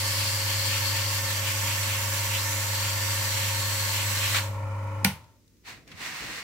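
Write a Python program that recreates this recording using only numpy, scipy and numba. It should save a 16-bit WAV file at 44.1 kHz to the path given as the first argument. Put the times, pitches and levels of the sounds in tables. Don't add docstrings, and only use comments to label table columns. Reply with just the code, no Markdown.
import sys
import numpy as np
from scipy import signal
from scipy.fft import rfft, irfft, next_fast_len
from scipy.io import wavfile
from numba import njit

SR = 44100
rng = np.random.default_rng(int(sys.argv[2]) if len(sys.argv) > 2 else 0)


def waveform_to_disk(signal):
    frames = np.transpose(np.atleast_2d(signal))
    scaled = np.clip(frames, -1, 1) * 32767
    samples = np.round(scaled).astype(np.int16)
    wavfile.write(sys.argv[1], SR, samples)


N = 283541
TIME = np.arange(N) / SR
FFT_SIZE = next_fast_len(N, real=True)
FREQ = np.maximum(np.arange(FFT_SIZE // 2 + 1) * SR / FFT_SIZE, 1)
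LIFT_S, STOP_S = 4.371, 5.05


# time_s, pitch_hz, relative_db
ROLLER_RING = [(0, 4380, 1), (1.15, 4500, -2), (1.42, 4520, -6), (2.5, 4240, -10.5), (2.78, 4400, 0),
               (3.05, 4650, -3.5), (3.35, 4280, -4), (3.8, 4350, -2), (4.3, 4200, -2.5)]
# pitch_hz, width_hz, relative_db, left_minus_right_db
STEEL_MODES = [(3160, 490, -6.5, 22)]
ARM_MODES = [(1795, 27, -9, -6), (2122, 280, -6.5, -7.5)]

def rubbing():
    ring_hz, ring_db = curves(ROLLER_RING)
    friction = abrasion()
    steel = undb(1) * unit(band(ring_hz, width_hz=770.0) * sides(10.5)) + ringing(STEEL_MODES)
    arm = ringing(ARM_MODES)
    strip = taut_strip()
    hollow = 0.31 * np.array([sweep(channel, 0.82 * ring_hz, 390.0) for channel in friction])
    sound = friction - hollow + arm + undb(ring_db + 1.5 * walk(6.6)) * steel + strip
    contact = sustain(LIFT_S, t60=0.41)
    return sound * undb(-35.5 + 0.5 * walk(23)) * contact


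# frequency_hz, relative_db
HISS_SPECTRUM = [(2940, -14.5), (5000, -2.5), (5270, -2), (5630, 1.5), (6100, -0.5), (7000, 1.5), (7660, 2),
                 (9300, -6.5), (10800, -4), (11600, -7.5), (12900, -1.5), (14500, -6.5), (15500, -9)]
BITE_SPECTRUM = [(590, -29), (1000, -21), (1120, -0.5), (1240, -12.5), (1370, -5), (1660, -1), (1800, -0.5),
                 (1910, -1.5), (3500, -3), (4550, -14), (7700, -120)]
# frequency_hz, left_minus_right_db
ABRASION_BALANCE = [(900, 6), (1400, -5.5), (2200, -5.5), (3100, 2), (4000, -4.5), (4900, 9.5),
                    (5900, -1.5), (6800, 4), (7700, -8), (8800, 0), (10200, -7), (11600, -2), (14200, -9.5)]

def abrasion():
    pull = np.clip(1 + (TIME - LIFT_S) / 0.3, 0, 1)
    grit = unit(rng.standard_normal(N) * rng.random(N) ** 2)
    direct = unit(np.array([grit, np.roll(grit, 15)]))
    coarse = room(grit, t60=0.14, coherent_share=0.76) + undb(-8.5) * direct
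    fine = room(grit, t60=0.1, coherent_share=0.38) + undb(-7) * direct
    fine = hand_reflection(fine, delay_s=0.0011, gain=0.36)
    balance = sides(across(ABRASION_BALANCE))
    hiss = undb(4.5 + 1.5 * pull) * shape(fine, undb(across(HISS_SPECTRUM)) * balance)
    bite = undb(-0.5 + 4.5 * pull) * shape(coarse, undb(across(BITE_SPECTRUM)) * balance)
    return hiss + bite


# time_s, pitch_hz
STRIP_PITCH = [(0, 4940), (1.24, 5100), (1.35, 3060), (1.55, 2960), (2.34, 2750), (2.47, 6040),
               (2.56, 6900), (2.75, 7600), (4.39, 7700)]

def taut_strip():
    grip_hz, = curves(STRIP_PITCH)
    octaves_per_s = np.abs(np.gradient(np.log2(grip_hz))) * SR
    sliding = np.tanh(octaves_per_s / 1.8)
    fresh = np.exp(-(TIME / 0.71) ** 2)
    pitch_hz = grip_hz * (1 + 0.014 * walk(12))
    fundamental = band(pitch_hz, width_hz=1100.0)
    octave = band(np.minimum(2 * pitch_hz, SR / 3), width_hz=790.0) * sides(-15)
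    ring = fundamental + undb(-15.5 + 9 * fresh) * octave
    return undb(-10 + 7 * fresh + 7 * sliding) * ring * sides(4)


# centre_s, half_length_s, level_db
STRIP_RASPS = [(.22, .05, -35), (0.507, 0.066, -35.5), (.75, 0.092, -32), (.98, 0.075, -34),
               (1.478, .067, -32), (1.703, 0.066, -34), (1.93, 0.089, -34), (2.35, 0.061, -34),
               (2.862, .08, -37), (3.437, 0.15, -35), (3.99, 0.11, -33), (4.248, .092, -32.5)]
# start_s, level_db, t60_s
EDGE_CATCHES = [(4.346, -21, 0.14), (4.367, -25, 0.045), (4.384, -25, 0.071)]

def snags():
    rasps = sum(undb(db) * np.exp(-2 * ((TIME - centre) / half_length) ** 2)
                for centre, half_length, db in STRIP_RASPS)
    catches = sum(undb(db) * fade(start, t60) for start, db, t60 in EDGE_CATCHES)
    return rasps * noise(peak(2640, width_hz=1170)) + catches * noise(peak(1940, width_hz=1900))


# harmonic_number, level_db
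STATOR_HUM = [(1, -32.5), (2, -59), (3, -55.5), (4, -65.5), (5, -78.5), (6, -66.5), (9, -61.5), (10, -65)]
# shaft_multiple, sideband_in_hum_multiples, relative_db
ROTOR_WHINE = [(22, -1, -60), (22, 0, -45), (23, 0, -53), (22, 1, -56), (22, 3, -56), (22, 4, -51),
               (44, 0, -52), (44, 3, -58), (66, -3, -57), (21, 0, -63), (25, 0, -64), (20, 0, -66)]
# pitch_hz, relative_db
BENCH_TONES = [(63.3, -60), (108, -53), (112.4, -50), (116.6, -56), (121, -57), (209.5, -59), (224.5, -63),
               (475, -65), (551, -59), (899.7, -53)]
# frequency_hz, relative_db
BEARING_SPECTRUM = [(410, -39), (700, -24.5), (916, -1.5), (1230, -13), (1360, -6), (1610, -25.5),
                    (1780, -15), (2030, -16.5), (2400, -14.5), (2760, -28), (3020, -21), (3180, -32.5),
                    (6520, -32.5), (14100, -41.5), (15000, -39.5)]
# pitch_hz, width_hz, level_db
BENCH_MODES = [(62, 39, -55), (115, 19, -49), (144, 20, -72), (198, 140, -56.5)]
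HUM_HZ, SHAFT_HZ = 100.05, 24.655

def motor():
    hum_cycles = HUM_HZ * TIME
    coasting = np.exp(-np.maximum(TIME - STOP_S, 0) / 4.7)
    speed = (1 + 0.0004 * walk(1.8)) * coasting
    shaft_turns = np.cumsum(SHAFT_HZ * speed) / SR
    hum = sum(tone(harmonic * hum_cycles, db, waver=6.0) for harmonic, db in STATOR_HUM)
    whine = sum(tone(multiple * shaft_turns + sideband * hum_cycles, db, waver=2.0)
                for multiple, sideband, db in ROTOR_WHINE)
    shake = sum(tone(hz * TIME, db, waver=-3.5) for hz, db in BENCH_TONES)
    rolling = room(rng.standard_normal(N), t60=0.98, coherent_share=0.71)
    load_db = 0.84 * np.sin(2 * np.pi * shaft_turns)
    bearings = undb(-42.3 + load_db) * shape(rolling, undb(across(BEARING_SPECTRUM)))
    fan = undb(-53.5) * noise(peak(565, width_hz=130))
    bench = sum(undb(db) * noise(peak(hz, width)) for hz, width, db in BENCH_MODES)
    return sides(1) * (hum * sustain(STOP_S, t60=0.3)
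                       + undb(-1.9) * whine * sustain(STOP_S, t60=0.33)
                       + (undb(-5) * shake + fan + bench) * sustain(STOP_S, t60=0.83)
                       + bearings * sustain(STOP_S, t60=0.6))


# start_s, relative_db, t60_s, tilt_db_per_octave
SWITCH_IMPACTS = [(5.045, -16.5, .016, 3), (5.0474, -2, 0.012, 0.5), (5.0505, -14.5, 0.014, -1)]
# frequency_hz, relative_db
SNAP_SPECTRUM = [(240, -40), (400, -8.5), (570, -24), (863, -16), (1230, -17.5), (1520, -3), (2310, -5.5),
                 (3390, -17.5), (5060, -7.5), (6090, -10), (7550, -24.5), (8410, -15.5), (11300, -12),
                 (15800, -21.5)]
WALL_SPECTRUM = [(280, -29.5), (480, -6), (615, -16.5), (861, -1), (1280, -21), (1420, -6), (1590, -14.5),
                 (2100, -2.5), (3450, -11.5), (6110, -14.5), (7170, -20.5), (8800, -14.5), (15800, -19)]
# pitch_hz, level_db, t60_s
BOX_MODES = [(83.3, -34.5, 0.53), (151.8, -25.5, 0.27), (194, -13.5, .16), (226, -21, 0.12),
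             (820, -39.5, 0.27), (910, -36.5, .33), (1456, -29, 0.15), (1810, -29, 0.15), (2280, -8, .015),
             (2360, -25.5, .09), (2620, -36.5, 0.086), (2800, -42.5, 0.26), (3050, -38, 0.22),
             (4500, -41.5, .2), (4900, -20, 0.013), (5900, -33.5, .12), (8635, -39.5, .17)]

def stop_switch():
    colour = undb(across(SNAP_SPECTRUM))
    octaves = np.log2(FREQ / 3000)
    snap = sum(undb(db) * fade(start, t60) * noise(colour * undb(tilt * octaves))
               for start, db, t60, tilt in SWITCH_IMPACTS)
    slam_s = SWITCH_IMPACTS[1][0]
    age_s = np.maximum(TIME - slam_s, 0)
    ring = np.zeros(N)
    for hz, db, t60 in BOX_MODES:
        build_up = 1 - np.exp(-(hz * age_s) ** 2)
        ring += undb(db) * fade(slam_s, t60) * build_up * np.sin(2 * np.pi * hz * age_s)
    walls = undb(-22.5) * fade(slam_s, t60=0.24) * noise(undb(across(WALL_SPECTRUM)))
    tail = undb(-42.5) * fade(slam_s, t60=0.54) * noise(peak(1500, width_hz=3000))
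    return undb(-4.5) * snap * sides(-2.5) + ring + walls + tail


# peak_s, attack_s, hold_s, relative_db
RUSTLE_STROKES = [(5.685, 0.027, 0.014, -43.5), (5.887, 0.018, .07, -56), (6.053, 0.065, 0.035, -37.5),
                  (6.171, 0.083, .22, -39.5)]
# frequency_hz, relative_db
CLOTH_SPECTRUM = [(260, -36), (450, -14), (595, -16), (823, -8), (890, -12), (930, -4.5), (1420, -5.5),
                  (1920, 0.5), (2810, -3.5), (3110, -8), (4250, -7.5), (6500, -19), (8450, -44),
                  (14300, -120)]
CRISP_SPECTRUM = [(3240, -22), (5500, -3.5), (7970, -5.5), (11400, -15.5), (13100, -13), (15800, -15)]
# frequency_hz, left_minus_right_db
RUSTLE_BALANCE = [(400, 10), (1300, -2), (2400, -4), (4400, 7), (8100, -4), (15000, -6)]

def rustle():
    envelope = np.sqrt(sum((undb(db) * swell(peak_s, attack, hold, t60=0.38)) ** 2
                           for peak_s, attack, hold, db in RUSTLE_STROKES))
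    force = envelope / undb(-40)
    balance = sides(across(RUSTLE_BALANCE))
    cloth = undb(2) * envelope * noise(undb(across(CLOTH_SPECTRUM)) * balance)
    crisp = undb(-45.5) * force ** 1.1 * noise(undb(across(CRISP_SPECTRUM)) * balance)
    return (cloth + crisp) * undb(0.66 * walk(70))


# peak_s, hold_s, level_db
BODY_BUMPS = [(5.7, 0.062, -53.5), (5.89, 0.028, -58), (6.017, .1, -53.5), (6.225, .085, -47.5)]
# frequency_hz, relative_db
BUMP_SPECTRUM = [(29, -37), (50, -12), (151, -9.5), (253, -12.5), (290, -9), (325, -14.5), (600, -20),
                 (780, -22), (1320, -120)]

def bumps():
    envelope = sum(undb(db) * swell(peak_s, 0.023, hold, t60=0.81) for peak_s, hold, db in BODY_BUMPS)
    return envelope * noise(undb(across(BUMP_SPECTRUM)))


# start_s,
# level_db, t60_s, pitch_hz
PRESS_AND_KNOCKS = [(5.03, -34, 0.037, 183.5), (5.242, -59, .04, 3500), (5.478, -59, .03, 5000),
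                    (5.569, -65, .02, 4450), (5.877, -47, 0.025, 4170), (5.916, -41.5, 0.079, 2130),
                    (5.939, -42.5, 0.1, 109)]

def knocks():
    sound = np.zeros((2, N))
    for start, db, t60, hz in PRESS_AND_KNOCKS:
        body = peak(hz, width_hz=0.95 * hz)
        burst = ports() * fade(start, t60)
        sound += undb(db) * filtered(burst, unit(body))
    return sound


# frequency_hz, relative_db
AIR_SPECTRUM = [(20, -19.5), (35, -8.5), (55, 5), (78, -9), (130, -7), (260, -6.5), (420, -11.5),
                (770, -32.5), (2000, -25.5), (3000, -28), (6300, -24), (9200, -31), (15800, -29.5)]

def workshop():
    air = noise(undb(across(AIR_SPECTRUM))) * undb(-62.5 + 0.4 * walk(4.02))
    return air + tone(HUM_HZ * TIME, db=-68.0, waver=-2.0)


# frequency_hz, correlation
PORT_COHERENCE = [(25, .5), (60, 0.59), (130, 0.62), (300, 0.74), (640, .93), (1400, 0.44), (3000, 0.091),
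                  (15000, .01)]

def ports():
    coherence = across(PORT_COHERENCE)
    mid, side = rfft(rng.standard_normal((2, FFT_SIZE)))
    spectra = mid * np.sqrt(1 + coherence) + np.array([[1], [-1]]) * side * np.sqrt(1 - coherence)
    return unit(irfft(spectra, FFT_SIZE)[:, :N])


def room(x, t60, coherent_share):
    reflected = shape(x, rfft(ports() * fade(0, t60), FFT_SIZE))
    return np.sqrt(coherent_share) * reflected + np.sqrt(1 - coherent_share) * ports()


def hand_reflection(x, delay_s, gain):
    lags = delay_s * SR * (1 + 0.063 * np.array([walk(2.6), walk(1.9)]))
    samples = np.arange(N)
    echo = np.array([np.interp(samples - lag, samples, channel) for channel, lag in zip(x, lags)])
    return unit(x + gain * echo)


def tone(cycles, db, waver):
    mean_hz = cycles[-1] / TIME[-1]
    height = min(mean_hz / 1200, 1)
    phase = rng.uniform(0, 2 * np.pi) + 1.4 * height ** 2 * rng.standard_normal((2, 1))
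    return np.sqrt(2) * undb(db + waver * height * walk(5.9)) * np.sin(2 * np.pi * cycles + phase)


def ringing(modes):
    return sum(undb(db) * unit(sides(pan) * noise(peak(hz, width))) for hz, width, db, pan in modes)


def band(hz, width_hz):
    return unit(np.array([sweep(sweep(channel, hz, width_hz), hz, width_hz) for channel in ports()]))


@njit
def sweep(x, hz, width_hz):
    y, band_state, low_state = np.empty(len(x)), 0., 0.
    for i in range(len(x)):
        tuning, damping = np.tan(np.pi * hz[i] / SR), width_hz / hz[i]
        passed = (band_state + tuning * (x[i] - low_state)) / (1 + tuning * (tuning + damping))
        band_state = 2 * passed - band_state
        low_state += 2 * tuning * passed
        y[i] = damping * passed
    return y


def peak(hz, width_hz):
    return 1 / (1 + 1j * (FREQ / hz - hz / FREQ) * hz / (1.36 * width_hz)) ** 2


def filtered(x, gain):
    return irfft(rfft(x, FFT_SIZE) * gain, FFT_SIZE)[..., :N]


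def shape(x, gain):
    return unit(filtered(x, gain))


def noise(gain):
    return shape(ports(), gain)


def walk(rate_hz):
    return shape(rng.standard_normal(N), np.exp(-FREQ / rate_hz))


def fade(start, t60):
    return (TIME >= start) * sustain(start, t60)


def sustain(end, t60):
    return undb(-60 * np.maximum(TIME - end, 0) / t60)


def swell(peak_s, attack, hold, t60):
    rise = np.exp(-(np.minimum(TIME - peak_s, 0) / attack) ** 2)
    return rise * sustain(peak_s + hold, t60)


def curves(table):
    times, *columns = np.transpose(table)
    return [np.interp(TIME, times, column) for column in columns]


def across(table):
    hz, value = np.transpose(table)
    return np.interp(np.log(FREQ), np.log(hz), value)


def sides(db):
    return undb(np.array([[1], [-1]]) * db / 2)


def unit(x):
    return x / np.sqrt(np.mean(np.abs(x) ** 2))


def undb(db):
    return 10 ** (np.asarray(db) / 20)


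def scene():
    return motor() + rubbing() + snags() + stop_switch() + rustle() + bumps() + knocks() + workshop()


def record(dry):
    bass_cut = signal.butter(2, 28, "high", fs=SR, output="sos")
    treble_cut = signal.ellip(10, 0.2, 80, 15750, fs=SR, output="sos")
    clipped = np.clip(signal.sosfilt(bass_cut, dry), -1, 1)
    return signal.sosfilt(treble_cut, clipped)


dry = scene()
out = record(dry)
waveform_to_disk(out)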